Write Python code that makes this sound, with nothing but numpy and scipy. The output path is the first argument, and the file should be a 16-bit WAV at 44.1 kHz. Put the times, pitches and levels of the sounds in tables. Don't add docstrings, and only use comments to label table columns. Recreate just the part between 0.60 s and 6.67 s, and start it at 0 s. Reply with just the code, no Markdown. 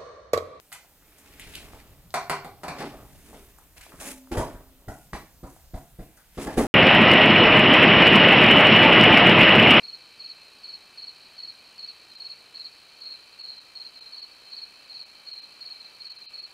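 import sys
import numpy as np
from scipy import signal
from scipy.fft import rfft, irfft
from scipy.io import wavfile
from scipy.ndimage import uniform_filter1d

SR = 44100
rng = np.random.default_rng(int(sys.argv[2]) if len(sys.argv) > 2 else 0)


def unload_wav(signal):
    wavfile.write(
        sys.argv[1],
        SR,
        np.round(np.clip(np.atleast_2d(signal).T, -1, 1) * 32767).astype(np.int16),
    )


def linear_from_db(decibels):
    return 10 ** (np.asarray(decibels, float) / 20)


N = 267598

# [t/s, knock level/dB, thump level/dB, boom level/dB,
# clack level/dB]
FLOOR_THUDS = [(0.864, -52, -45, -43, -61), (1.132, -51, -38, -42, -62.5), (1.305, -75, -46, -56, -73.5),
               (3.335, -68, -40.5, -65.5, -75), (3.385, -52, -42.5, -59, -44),
               (3.712, -24, -29.5, -22.5, -37), (3.745, -26, -41, -18.5, -40.5),
               (3.768, -16.5, -18.5, -25, -28.5), (3.787, -21.5, -23, -27, -35),
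               (3.945, -52, -35.5, -60, -48), (4.278, -30.5, -27.5, -30, -35.5),
               (4.527, -34, -27, -28.5, -29), (4.83, -36.5, -28, -33.5, -44),
               (5.135, -37.5, -27.5, -33, -40), (5.387, -41.5, -28.5, -31, -45.5),
               (5.569, -52, -58, -74, -47.5), (5.772, -31, -25.5, -26.5, -32.5),
               (5.864, -27, -28, -23, -30.5), (5.969, -21.5, -16, -7.5, -24.5),
               (5.99, -29, -21, -23, -22.5), (6.02, -24, -30, -31, -39.5)]
# [f/Hz, width/Hz, relative level/dB]
FLOORBOARD_MODES = [(218.7, 43, -0.5), (263.5, 68.6, 1), (292, 23.6, 3), (334, 28.2, -0.5), (387, 157, -4),
                    (457.7, 62.4, 0), (565, 224, 0), (660, 157, 3.5), (844, 180, -4), (945, 102, 0),
                    (1010, 198, -8), (1382.4, 140, -18.5), (1410.4, 240, 0.5), (1990, 387, -4),
                    (2180, 352, -13.5), (3348, 450, -19), (4727, 2300, -20)]
# [f/Hz, width/Hz, relative level/dB]
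JOIST_MODES = [(26.7, 17, 4), (50.5, 29.7, 5), (85.8, 28.4, 1.5), (146.3, 70, -2.5)]
PART_EDGES = [550, 1400, 0, 200, 200, 550, 1400, 6000]


def board_knocks():
    # [t/s, knock level/dB, thump level/dB, boom level/dB, clack level/dB]
    knock_events = [(0.119, -43, -73, -70, -35.5), (1.541, -17, -42, -26, -18),
                    (1.561, -50, -66.5, -56, -55), (1.697, -18.5, -31.5, -24, -17.5),
                    (1.846, -33.5, -38.5, -32.5, -35.5), (2.034, -29.5, -36.5, -31.5, -32.5),
                    (2.082, -28, -31, -42, -27.5), (2.184, -39, -38.5, -33, -37),
                    (2.204, -33, -35, -27.5, -33), (2.745, -51, -49.5, -40, -46),
                    (3.164, -51.5, -66, -50, -55), (3.209, -54, -68, -65, -47)]
    # [f/Hz, width/Hz, relative level/dB]
    table_modes = [(55, 40, -15), (146.5, 8, 6.5), (160.6, 30.4, 4), (245.3, 8.8, 9), (401.2, 7.7, 13),
                   (455, 20, 8.5), (549.7, 198, 5), (551.7, 17.3, -8), (700, 64, 0), (812, 29, 1.5),
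                   (969, 110, 2.5), (1100, 214, -1), (1189.8, 110, 0.5), (1473.5, 196, 3.5),
                   (1754, 106, 5.5), (1958, 330, 0), (2334, 165, 0.5), (2773, 406, -8.5), (3474, 360, -10),
                   (4430, 412, -6.5), (5560, 570, -9.5)]
    return blows(knock_events, table_modes, rattle_s=0.0036, contact_hz=12200, push_s=0.0015,
                 edge=4.2, tick_db=-1.5, hard_after_s=0)


def floor_thuds():
    return blows(FLOOR_THUDS, JOIST_MODES + FLOORBOARD_MODES, rattle_s=0.0037, contact_hz=6080,
                 push_s=0.0024, edge=0.17, tick_db=-8, hard_after_s=0.005)


def blows(events, modes, rattle_s, contact_hz, push_s, edge, tick_db, hard_after_s):
    t, out = np.arange(4410) / SR, np.zeros(N + SR)
    click = np.append(1, 0 * t[1:])
    parts = [[m for m in modes if low <= m[0] < high] for low, high in np.reshape(PART_EDGES, (4, 2))]
    tick = resonances(click, [(8720, 3900, 0)]) + linear_from_db(-3.5) * band(click, 3500, 11500)
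    push = np.hanning(round(push_s * SR) + 3)
    push = push / push.sum()
    fade = np.cos(np.pi / 2 * t / t[-1])
    for s, *levels_db in events:
        rings = [resonances(click, [(hz, width, db + rng.normal(0, 3)) for hz, width, db in part])
                 for part in parts]
        levels_db = levels_db + [levels_db[-1] + tick_db]
        knock, thump, boom, clack, top = (linear_from_db(db) * ring / np.abs(ring).max()
                                          for db, ring in zip(levels_db, rings + [tick]))
        touches = (rng.random(len(t)) < 4000 / SR) * rng.standard_normal(len(t)) * 0.179
        touches *= np.exp(-t / rattle_s) * (1 - np.exp(-t / push_s))
        touches += edge * click
        touches /= np.sqrt(np.sum(touches ** 2))
        soft_part = np.convolve(thump + boom, push)[:len(t)] * fade
        hard_part = signal.fftconvolve(knock + clack + top, touches)[:len(t)] * fade
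        out[round(s * SR):][:len(t)] -= soft_part
        out[round((s + hard_after_s) * SR):][:len(t)] += hard_part
    soft = np.exp(-2 * np.pi * contact_hz / SR)
    return signal.lfilter([1 - soft], [1, -soft], out[:N])


def ticks():
    # [t/s, ring level/dB, ring f/Hz, treble level/dB, echo level/dB]
    snap_events = [(0.127, -28, 2000, -26.5, -8), (0.129, -32.5, 2047, -28, -1.5),
                   (0.247, -49.5, 617, -58, -22), (0.379, -84.5, 1290, -74, -14),
                   (0.424, -48, 1330, -63, -8), (0.649, -48, 861, -51, -11), (0.797, -29.5, 2000, -31, -3),
                   (0.814, -37, 2700, -55.5, 1), (0.938, -33, 2380, -41.5, 2),
                   (0.952, -26.5, 2820, -30.5, -4.5), (0.955, -22, 2860, -25.5, -12),
                   (1.134, -38, 786, -59, -7), (1.306, -62, 627.8, -47, -25.5),
                   (1.506, -35, 3990, -50, -12), (2.73, -39, 605, -53.5, -4.5),
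                   (2.986, -41.5, 850, -40, -7), (3.265, -39.5, 677, -55, -15),
                   (3.321, -38, 1126, -51.5, -4), (3.359, -60.5, 1760, -49, -12.5),
                   (3.673, -43, 890, -51, -17.5), (4.533, -22, 1070, -47, -7.5),
                   (4.964, -42.5, 660, -47.5, -9)]
    # [f/Hz, width/Hz, relative level/dB]
    snap_top_modes = [(7220, 2660, 6.5), (9610, 1740, 9), (11750, 1700, 6)]
    click, dry, send = np.append(1, np.zeros(881)), np.zeros(N), np.zeros(N)
    top = resonances(click, snap_top_modes)
    top = top / np.abs(top).max()
    for s, db, hz, treble_db, echo_db in snap_events:
        ring = resonances(click, [(hz, 0.28 * hz, 0), (1.64 * hz, .5 * hz, -6)])
        snap = linear_from_db(db) * ring / np.abs(ring).max() + linear_from_db(treble_db) * top
        dry[round(s * SR):][:len(click)] += snap
        send[round(s * SR):][:len(click)] += linear_from_db(echo_db) * snap
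    return dry, send


def frame_ring():
    # [f/Hz, level/dB, T60/s]
    frame_modes = [(261, -41, 2.236), (567, -47, 0.79), (854, -46, 0.45)]
    # [t/s, level/dB]
    jolts = [(2.102, -12), (3.46, -3.5)]
    out, t = np.zeros(N), np.arange(N) / SR
    for s, jolt_db in jolts:
        since = np.maximum(t - s, 0)
        onset = 1 - np.exp(-since / 0.0054)
        for hz, db, t60 in frame_modes:
            out += linear_from_db(jolt_db + db - 60 * since / t60) * onset * np.sin(2 * np.pi * hz * since)
    return out


def dragging():
    # [t/s of the peak, swell/s, fade/s, boom level/dB, knock level/dB]
    drag_strokes = [(0.66, 0.27, 0.24, -59.5, -67), (1.02, 0.572, 0.52, -53.5, -55),
                    (2.04, 0.0052, 0.052, -55, -36), (2.11, 0.064, 0.08, -51, -38.5),
                    (2.22, 0.16, 0.26, -38.5, -39), (2.74, 0.17, 0.24, -50, -57),
                    (3.345, 0.099, 0.029, -51.5, -54), (3.42, 0.0254, 0.16, -59, -46),
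                    (3.473, 0.11, 0.11, -43, -46.5), (3.8, 0.083, 0.24, -40.5, -42.5),
                    (4.37, 0.21, 0.067, -55, -58), (4.545, 0.0021, 0.068, -56, -40.5),
                    (5.782, 0.0033, 0.18, -34, -41.5), (5.88, 0.0763, 0.172, -36.5, -41),
                    (5.975, 0.0049, 0.1, -25.5, -26.5)]
    boom_gain, knock_gain = strokes(drag_strokes)
    slips = (rng.random(N) < 1200 / SR) * rng.standard_normal(N)
    boom, knock = (resonances(slips, [m for m in FLOORBOARD_MODES if low <= m[0] < high])
                   + linear_from_db(-14.5) * band(slips, low, high)
                   for low, high in (PART_EDGES[4:6], PART_EDGES[:2]))
    return boom_gain * rms_one(boom) + knock_gain * rms_one(knock)


def brushing():
    # [t/s of the peak, swell/s, fade/s, rustle level/dB, hiss level/dB]
    brush_strokes = [(0.585, 0.0119, 0.27, -68.5, -57.5), (0.7, 0.47, 0.5, -57, -70.5),
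                     (0.84, 0.14, 0.4, -53.5, -61), (0.97, 0.31, 0.35, -51.5, -54.5),
                     (1.2, 0.4, 0.15, -58, -70), (2.04, 0.004, 0.051, -58, -53),
                     (2.205, 0.067, 0.21, -43.5, -56), (2.7, 0.53, 0.51, -58.5, -58.5),
                     (3.167, 0.0037, 0.125, -51, -55.5), (3.212, 0.004, 0.2, -50, -54),
                     (3.402, 0.0055, 0.1765, -44.5, -41.5), (3.485, 0.104, 0.092, -42, -39.5),
                     (3.718, 0.004, 0.238, -43.5, -50), (3.79, 0.059, 0.115, -52.5, -42.5),
                     (4.29, 0.004, 0.42, -67, -58.5), (4.545, 0.0046, 0.18, -56, -56),
                     (4.9, 0.185, 0.26, -67, -60), (5.16, 0.043, 0.213, -62.5, -59),
                     (5.41, 0.039, 0.24, -63.5, -66), (5.57, 0.004, 0.068, -71.5, -58),
                     (5.776, 0.0026, 0.47, -51.5, -66), (5.828, 0.062, 0.078, -41.5, -42.5),
                     (5.94, 0.26, 0.082, -50, -55.5), (5.98, 0.012, 0.167, -36, -37.5)]
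    # [f/Hz, level/dB per Hz]
    rustle_density = [(1400, 9), (2000, 3.5), (2800, 11.5), (4000, -6), (5500, 7.5)]
    hiss_density = [(5500, -14), (7000, 18.5), (8500, 18.5), (11000, 6)]
    rustle_gain, hiss_gain = strokes(brush_strokes)
    grain = linear_from_db(2.0 * drift(70))
    rustle = grain * stereo_bands(lambda hz: linear_from_db(at_hz(rustle_density, hz)), N, 1300, 5500)
    fine = grain * stereo_bands(lambda hz: linear_from_db(at_hz(hiss_density, hz)), N, 5500, 11000)
    top = grain * stereo_bands(lambda hz: 1, N, 11000, 16000)
    rustle = rms_one(rustle) * linear_from_db([[0.32], [-0.32]])
    hiss = rms_one(fine) + linear_from_db(-14) * rms_one(top)
    return rustle_gain * rustle + hiss_gain * hiss


def room(x):
    # [f/Hz, T60/s]
    decay_times = [(60, 0.24), (300, 0.31), (1500, 0.3445), (5000, 0.342), (14000, 0.083)]
    # [f/Hz, level/dB]
    echo_colour = [(40, -25), (150, -2), (500, 5.5), (2000, 7), (6000, 10.5), (14000, 6.5)]
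    t = np.arange(SR // 2) / SR
    tail = stereo_bands(lambda hz: linear_from_db(-60 * t / at_hz(decay_times, hz)), len(t))
    spectrum = rfft(tail * (1 - np.exp(-(t / 0.000633) ** 2)))
    broad = np.sqrt(uniform_filter1d(np.mean(np.abs(spectrum) ** 2, axis=0), size=30))
    hz = np.arange(1, len(broad) + 1) * SR / len(t)
    tail = irfft(spectrum / broad * linear_from_db(at_hz(echo_colour, hz)), len(t))
    return signal.fftconvolve(x[None], tail[:, :-SR // 20], axes=1)[:, :N]


def rumble():
    # [t/s, deep level/dB, upper level/dB]
    weight_shifts = [(0.0, -74.5, -72), (0.62, -61.5, -67), (0.93, -51.5, -56), (1.25, -56, -60),
                     (1.67, -66, -57.5), (1.94, -61.5, -57), (2.57, -52.5, -56.5), (2.91, -57.5, -68),
                     (3.75, -60.5, -79), (3.87, -49.5, -57), (4.04, -55, -76.5), (4.58, -64, -59),
                     (4.95, -55.5, -73.5), (5.31, -60, -61.5), (5.56, -66.5, -77), (5.81, -59.5, -63.5),
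                     (5.95, -59, -46.5), (6.07, -47, -50)]
    s, *levels_db = np.transpose(weight_shifts)
    shudder, = strokes([(row[0] + 0.0109, 0.015, 0.4 / 3, row[2] - 19) for row in FLOOR_THUDS])
    out = 0
    for db, low, high, stirred_db in zip(levels_db, (15, 80), (80, 200), (0.0, -6.0)):
        mid, side = band(resonances(rng.standard_normal((2, N)), JOIST_MODES), low, high)
        noise = mid + linear_from_db(-11.0) * side * [[1], [-1]]
        shifting = linear_from_db(np.interp(np.arange(N) / SR, s, db) + 1.2 * drift(10))
        level = np.hypot(shifting, linear_from_db(stirred_db) * shudder)
        out = out + level * rms_one(noise)
    return out


def air_and_hiss():
    # [f/Hz, level/dB per Hz]
    air_density = [(59, -32), (100, -25), (277, -4.5), (381, -20), (452, -2.5), (621, -10), (891, -11.5),
                   (970, -13), (5530, -16.5), (7770, -18), (13200, -13), (14100, -43), (16000, -21)]
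    air = stereo_bands(lambda hz: linear_from_db(at_hz(air_density, hz) + 1.3 * drift(4.5)), N, 100)
    return linear_from_db(-61.5) * rms_one(air)


def supply_whine():
    # [f/Hz, relative level/dB]
    whine_lines = [(13797, -79), (13916, -73), (14034, -73), (14153, -77), (14400, -80), (14761, -84),
                   (15235, -86)]
    t = np.arange(N) / SR
    wander = 2 * np.pi * np.cumsum(13.0 * drift(10)) / SR
    whine = 0
    for hz, db in whine_lines:
        level = linear_from_db(db + 4.5 + 2.5 * drift(12))
        whine = whine + level * np.sin(2 * np.pi * hz * t + wander + rng.uniform(0, 2 * np.pi))
    return whine * linear_from_db(np.array([[-1.5], [1.5]]))


def strokes(rows):
    t, power = np.arange(N) / SR, 0
    for s, swell_s, fade_s, *levels_db in rows:
        away = np.where(t < s, (s - t) / max(swell_s, 1 / SR), (t - s) / fade_s)
        power = power + linear_from_db(2 * np.array(levels_db))[:, None] * linear_from_db(-2 * 20 * np.minimum(away, 10))
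    return np.sqrt(power)


def resonances(x, modes):
    out = 0
    for k, (hz, width, db) in enumerate(modes):
        r = np.exp(-np.pi * max(width, 5) / SR)
        poles = [1, -2 * r * np.cos(2 * np.pi * hz / SR), r * r]
        ring = signal.lfilter([(1 - r * r) / 2, 0, (r * r - 1) / 2], poles, x)
        out = out + (-1) ** k * linear_from_db(db) * ring
    return out


def stereo_bands(gain, length, low_hz=20, high_hz=20000):
    # [f/Hz, correlation]
    likeness = [(25, .93), (60, .97), (400, .99), (1000, .96), (2000, .55), (4500, .4), (6300, .5),
                (7500, .75), (13000, .9)]
    out, edges = 0, 22 * 2 ** np.arange(0, 10, .5)
    white = rng.standard_normal((2, 2, length))
    for k, (low, high) in enumerate(zip(edges, edges[1:])):
        hz = np.sqrt(low * high)
        if low_hz < hz < high_hz:
            mid, side = band(white[k % 2], low, high)
            alike = at_hz(likeness, hz)
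            pair = np.sqrt(1 + alike) * mid + np.sqrt(1 - alike) * side * [[1], [-1]]
            out = out + gain(hz) * pair
    return out


def drift(rate):
    r = np.exp(-80 * np.pi * rate / SR)
    slow = signal.lfilter([1], [1, -2 * r, r * r], rng.standard_normal(N // 40 + 2002))[2000:]
    return np.interp(np.arange(N) / 40, np.arange(len(slow)), rms_one(slow))


def band(x, low_hz, high_hz):
    sos = signal.butter(2, [low_hz, min(high_hz, .45 * SR)], "band", fs=SR, output="sos")
    return signal.sosfilt(sos, x)


def rms_one(x):
    return x / np.sqrt(np.mean(x ** 2) + 1e-20)


def at_hz(points, hz):
    return np.interp(np.log(hz), np.log(np.array(points)[:, 0]), np.array(points)[:, 1])


def scene():
    impacts = board_knocks() + floor_thuds()
    snaps, echoed = ticks()
    close = impacts + snaps + room(impacts + echoed) + frame_ring()
    return close + dragging() + brushing() + rumble() + air_and_hiss() + supply_whine()


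def low_pass(x):
    return signal.sosfilt(signal.butter(12, 16500, fs=SR, output="sos"), x)


def record(dry):
    hz = np.fft.rfftfreq(N, 1 / SR)
    lag_s = 3 / SR / (1 + (hz / 6200) ** 12)
    left = linear_from_db(-.3) * irfft(rfft(dry[0]) * np.exp(-2j * np.pi * hz * lag_s), N)
    mix = np.array([left, dry[1]])
    return low_pass(mix)


dry = scene()
out = record(dry)
unload_wav(out)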